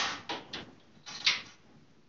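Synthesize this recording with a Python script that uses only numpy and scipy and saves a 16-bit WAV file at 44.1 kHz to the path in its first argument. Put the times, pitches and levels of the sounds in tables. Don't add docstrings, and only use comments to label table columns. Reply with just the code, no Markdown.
import sys
import numpy as np
from scipy import signal
from scipy.fft import rfft, irfft
from scipy.io import wavfile
from scipy.ndimage import uniform_filter1d

SR = 44100
rng = np.random.default_rng(int(sys.argv[2]) if len(sys.argv) > 2 else 0)


def magnitude_from_level(level_db):
    exponent = np.asarray(level_db, float) / 20
    return 10 ** exponent


def to_wav(sig):
    pcm = np.clip(np.atleast_2d(sig), -1, 1) * 32767
    pcm = np.round(pcm).astype(np.int16)
    wavfile.write(sys.argv[1], SR, pcm.T)


N = 91772


def evened(x):
    return x / np.sqrt(np.mean(x ** 2) + 1e-20)


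def read(points, hz):
    point_hz, level_db = np.transpose(points)
    return np.interp(np.log(hz + 1), np.log(point_hz + 1), level_db)


def colour(x, points):
    hz = np.fft.rfftfreq(len(x), 1 / SR)
    return irfft(rfft(x) * magnitude_from_level(read(points, hz)), len(x))


def level_curve(points):
    return np.interp(np.arange(N) / SR, *np.transpose(points))


def add(mix, start_s, sound):
    part = mix[max(round(start_s * SR), 0):][:len(sound)]
    part += sound[:len(part)]


def resonate(x, hz, width_hz):
    turn = np.exp(2j * np.pi * hz * np.arange(len(x)) / SR)
    pole = np.exp(-np.pi * width_hz / SR)
    return 2 * (turn * signal.lfilter([1 - pole], [1, -pole], x / turn)).real


# pitch_hz, density_db_per_hz (relative)
CRASH_SPECTRUM = [(110, -63), (180, -18.5), (622, -12), (760, -6), (899, -9.5), (1130, -5), (1580, -8.5),
                  (1900, -6.5), (5820, -12), (7000, -21), (9100, -72), (15400, -120)]
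# pitch_hz, level_db (relative), t60_s
CRASH_MODES = [(781, -12, 0.75), (990, -9.5, .4), (1150, 10, 0.96), (1297, 11, 1), (1363, -3, 0.75),
               (1785, -1.5, 1), (1828, 7, 0.98), (2214, -16, 1), (2850, 1, 0.56), (3120, 13.5, 0.17),
               (4270, 8, 0.23), (4500, 8.5, 0.39)]
# pitch_hz, density_db_per_hz (relative)
SHELF_SPECTRUM = [(120, -42), (200, -5), (303, 2), (648, -1), (968, 2.5), (1090, -5), (2740, -4.5),
                  (3000, -1.5), (5680, -13.5), (7000, -33), (9100, -57), (15400, -120)]
# pitch_hz, level_db (relative), t60_s
SHELF_MODES = [(271.7, -5.5, 0.69), (323, 4, 0.79), (450, 2, 0.9), (824, 5, 0.44), (960, 7, 0.23),
               (2455, -33, .2), (3040, -3.5, 0.34), (3250, -15, .2), (3900, 5.5, 0.19)]
# pitch_hz, density_db_per_hz (relative)
BOWL_SPECTRUM = [(120, -46), (200, -6), (303, 2), (798, -1), (954, -3), (1840, -1.5), (2260, -6),
                 (3180, -0.5), (5770, -15.5), (7000, -36.5), (9100, -78), (15400, -120)]
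# pitch_hz, level_db (relative), t60_s
BOWL_MODES = [(233, 2, 0.79), (316, 8, 0.33), (800, -11, .4), (1840, -7, .3), (2830, -21, .27),
              (2840, -6, .4), (3550, -10, 0.27), (4200, -15, 0.56), (5841, -13, .3)]
# pitch_hz, density_db_per_hz (relative)
CLACK_SPECTRUM = [(240, -50.5), (400, -21), (936, -20.5), (982, -10), (1190, -10), (1490, -12.5),
                  (1640, -8), (1720, -9.5), (2090, -0.5), (3140, -4.5), (3800, -0.5), (5780, -8.5),
                  (7000, -37), (9100, -62.5), (15400, -120)]
# pitch_hz, level_db (relative), t60_s
CLACK_MODES = [(970, -11.5, 0.82), (1630, -3.5, .3), (2030, 6, 0.25), (2153, -23.5, 0.404), (2385, -12, .4),
               (2830, -6.5, 0.75), (2729, -6.5, .3), (3200, -4.5, 0.22), (3500, -4, 0.59),
               (3990, -10.5, 0.84), (4040, -6, .3), (3980, -14, 0.9), (4580, -4.5, 0.17), (4590, 18, 0.067),
               (5620, -13, 0.49)]
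# start_s, level_db, rise_s (at 1 kHz), t60_s (at 2 kHz), ring_s (before the drop),
# cut_db_per_s, linger_db (tail level against the ring)
BLOWS = [(0.0, -32, .008, 1, 0.13, 117, -7.5), (0.2912, -35.5, 0.0061, 0.57, 0.089, 337, -7.5),
         (.527, -38, 0.031, 0.52, 0.084, 337, -12), (1.2625, -23, .016, 0.41, 0.15, 340, -14)]
MODES_DB = (-9, -3, -8, -5)
LONGEST_RISE_S, LINGER_T60_S = 0.031, 0.61
RING_DARKEN, TAIL_DARKEN = 0.36, 0.49
PEAKY_DB = 2.5


def blow(start_s, level_db, rise_s, t60_s, ring_s, cut_db_per_s, linger_db, modes_db, spectrum, modes):
    t = np.arange(SR // 2) / SR
    hz = np.fft.rfftfreq(len(t), 1 / SR)
    bumps = uniform_filter1d(rng.standard_normal(len(hz)), size=8)
    peaks = magnitude_from_level(PEAKY_DB * evened(bumps))
    noise = evened(colour(rng.standard_normal(len(t)), spectrum))
    ring_spectrum = rfft(noise) * peaks / np.sqrt(np.mean(peaks ** 2))
    drop = magnitude_from_level(-cut_db_per_s * np.maximum(t - ring_s, 0))

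    def rise(pitch_hz):
        length_s = min(rise_s * 1000 / pitch_hz, LONGEST_RISE_S)
        return np.minimum((t + (start_s <= 0)) / length_s, 1) ** 2

    out = np.zeros(len(t))
    octave = np.log2(hz + 1)
    for k in range(6, 14):
        band_hz = 2 ** k
        band = irfft(ring_spectrum * np.clip(1 - abs(octave - k), 0, 1), len(t))
        ring = drop * magnitude_from_level(-60 * t / t60_s * (band_hz / 2000) ** RING_DARKEN)
        linger = magnitude_from_level(linger_db - 60 * t / LINGER_T60_S * (band_hz / 2000) ** TAIL_DARKEN)
        out += band * rise(band_hz) * np.hypot(ring, linger)

    modes_rms = np.sqrt(sum(magnitude_from_level(db) ** 2 for _, db, _ in modes) / 2)
    for (pitch_hz, mode_db, mode_t60_s), turn in zip(modes, rng.random(len(modes))):
        decay = magnitude_from_level(modes_db + mode_db - 60 * t / max(mode_t60_s, .03))
        fade = np.hypot(drop, magnitude_from_level(linger_db)) * decay
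        out += fade / modes_rms * rise(pitch_hz) * np.sin(2 * np.pi * (pitch_hz * t + turn))
    return start_s, out * magnitude_from_level(level_db)


def slow_noise():
    return evened(uniform_filter1d(uniform_filter1d(rng.standard_normal(N), 600), 600))


# pitch_hz, density_db_per_hz (relative)
RUMBLE_SPECTRUM = [(18, -43.5), (30, -15.5), (60, -12), (110, -3), (200, -3), (320, -8), (500, -18.5),
                   (900, -36.5)]
# start_s, level_db
RUMBLE_LEVEL = [(0.0, -51.5), (0.13, -50), (0.26, -61.5), (0.34, -52), (0.43, -61.5), (0.58, -50),
                (0.66, -56), (0.86, -66.5), (0.9, -62), (1.0, -61), (1.06, -70), (1.11, -54), (1.26, -58),
                (1.3, -51), (1.34, -59), (1.39, -52), (1.52, -65.5), (1.8, -61), (1.85, -63), (2.08, -66.5)]
LUMP_DB = 2.2


def rumble(lumps):
    noise = rng.standard_normal(N) * magnitude_from_level(LUMP_DB * lumps)
    return evened(colour(noise, RUMBLE_SPECTRUM)) * magnitude_from_level(level_curve(RUMBLE_LEVEL))


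# pitch_hz, density_db_per_hz (relative)
HISS_SPECTRUM = [(180, -43), (300, -3.5), (382, -8.5), (402, -8.5), (696, -12), (1390, -14.5),
                 (2140, -17.5), (5820, -24.5), (7300, -37), (9490, -66.5), (16100, -120)]
# start_s, level_db
HISS_LEVEL = [(0, 10.5), (.5, 6.5), (.85, 6.5), (1.04, 4.5), (1.1, 7), (1.6, 6.5), (2.08, 2)]
HISS_DB = -74.5


def hiss():
    noise = evened(colour(rng.standard_normal(N), HISS_SPECTRUM))
    return noise * magnitude_from_level(HISS_DB + level_curve(HISS_LEVEL))


# start_s, end_s, pitch_hz, level_db (rms at mid-swell)
DRONES = [(.87, 1.03, 226, -63), (.93, 1.04, 148, -63), (1.73, 1.86, 228, -66), (1.74, 1.85, 150, -64),
          (.1, .19, 280, -55)]
WAVER = .02


def drones(lumps):
    t = np.arange(N) / SR
    clock_s = np.cumsum(1 + WAVER * slow_noise()) / SR
    out = np.zeros(N)
    for start_s, end_s, pitch_hz, level_db in DRONES:
        swell = np.sqrt(np.maximum(4 * (t - start_s) * (end_s - t), 0)) / (end_s - start_s)
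        tone = np.sqrt(2) * np.sin(2 * np.pi * pitch_hz * clock_s)
        out += magnitude_from_level(level_db + lumps) * tone * swell
    return out


# start_s, level_db, pitch_hz (band centre), width_hz (each of two passes), t60_s
CLINKS = [(0.429, -68, 2900, 400, .4), (0.5351, -38.5, 3900, 1389, .08), (0.797, -59, 3500, 900, 0.046),
          (.803, -66.5, 3260, 400, 0.21), (.95, -73, 3900, 250, .5), (1.032, -67, 4000, 700, .4),
          (1.0615, -51, 3910, 700, .25), (1.1469, -44.5, 4080, 600, .3), (1.2019, -45, 3900, 900, .12),
          (1.2455, -36, 3900, 800, 0.17), (1.2, -47, 3500, 2100, 0.17), (1.2661, -31.5, 4780, 1195, .06),
          (1.272, -25.5, 3900, 800, .05), (1.477, -68, 5970, 600, .4)]
CLINK_RISE_S = .0015


def clink(start_s, level_db, pitch_hz, width_hz, t60_s):
    t = np.arange(SR // 4) / SR
    once = resonate(rng.standard_normal(len(t)), pitch_hz, width_hz)
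    ring = evened(resonate(once, pitch_hz, width_hz))
    return start_s, ring * np.minimum(t / CLINK_RISE_S, 1) * magnitude_from_level(level_db - 60 * t / t60_s)


# start_s, end_s, rise_s, level_db, fade_db (start to end), tilt_db_per_octave
SLIDES = [(1.058, 1.182, 0.032, -43, -5.5, 2.5), (1.201, 1.271, 0.0052, -49.5, -1, 1),
          (1.44, 1.548, 0.027, -51.5, -11, 2), (.46, 0.528, 0.032, -59.5, 5.5, -14.5),
          (.66, 0.718, 0.019, -49.5, -13, -15), (.8, 0.836, 0.016, -65, -27, -4),
          (.93, 1.024, 0.018, -66, -10.5, -2.5), (1.65, 1.758, 0.018, -64, -3, -14)]
# pitch_hz, level_db (relative)
SLIDE_SPECTRUM = [(590, -35), (1000, -5), (1330, -6.5), (1430, -8.5), (2490, -10), (5570, -12.5),
                  (7000, -23.5), (9100, -45.5), (15400, -120)]
# pitch_hz, width_hz, level_db (relative)
SLIDE_RINGS = [(840, 25, -2), (1142, 18, -1.5), (1233, 6.3, -8), (1440, 22, 0.5), (1674, 18, -3.5),
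               (1840, 22, -2.5), (1966, 18, -6.5), (2280, 7.3, -1.5), (2530, 22, -1), (3015, 38, -4.5),
               (3450, 32, -6), (4070, 35, -2), (4770, 35, -4.5), (5660, 70, -6), (6040, 37, -2.5)]
GRIT_PER_S, GRIT_DB = 2000, 2.5
SMOOTH = 2.5
RINGS_DB, SLIDE_FALL_S = 14, .011


def slide(start_s, end_s, rise_s, level_db, fade_db, tilt_db_per_octave):
    t = np.arange(SR // 4) / SR
    chance, sign, size = rng.random((len(t), 3)).T
    catches = (chance < GRIT_PER_S / SR) * np.sign(sign - .5) * magnitude_from_level(-GRIT_DB * np.log(1 - size))
    grit = evened(catches) + SMOOTH * rng.standard_normal(len(t))
    rings = sum(magnitude_from_level(db) * resonate(grit, hz, width_hz) for hz, width_hz, db in SLIDE_RINGS)
    tray = grit + magnitude_from_level(RINGS_DB) * rings

    length_s = end_s - start_s
    fall = np.exp(-np.maximum(t - length_s, 0) / SLIDE_FALL_S)
    shape = np.minimum(t / rise_s, 1) * magnitude_from_level(fade_db * t / length_s) * fall
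    spectrum = [(100, -40.5), (250, -12), (700, -6)] + SLIDE_SPECTRUM[2:]
    tilted = [(hz, db + tilt_db_per_octave * np.log2(max(hz, 300) / 1000)) for hz, db in spectrum]
    return start_s, evened(colour(tray, tilted)) * shape * magnitude_from_level(level_db)


def scene():
    lumps = slow_noise()
    mix = rumble(lumps) + hiss() + drones(lumps)
    things = [(CRASH_SPECTRUM, CRASH_MODES), (SHELF_SPECTRUM, SHELF_MODES),
              (BOWL_SPECTRUM, BOWL_MODES), (CLACK_SPECTRUM, CLACK_MODES)]
    for row, modes_db, thing in zip(BLOWS, MODES_DB, things):
        add(mix, *blow(*row, modes_db, *thing))
    for row in CLINKS:
        add(mix, *clink(*row))
    for row in SLIDES:
        add(mix, *slide(*row))
    return mix[None]


# pitch_hz, gain_db
MIC = [(20, -2.5), (6500, 3), (7000, -5), (7400, -5.5), (7700, -64), (7900, -85), (22050, -110)]


def microphone(dry):
    hz = np.fft.rfftfreq(2049, 1 / SR)
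    taps = np.roll(irfft(magnitude_from_level(read(MIC, hz)), 2049), 1024) * np.hanning(2049)
    return signal.oaconvolve(dry, taps[None], "same")


def top_cut(x):
    return signal.sosfilt(signal.butter(12, 7500, fs=SR, output="sos"), x)


def record(dry):
    floor = magnitude_from_level(-95.5) * rng.standard_normal(dry.shape)
    mix = microphone(dry) + floor - 0.00075
    return top_cut(mix)


dry = scene()
out = record(dry)
to_wav(out)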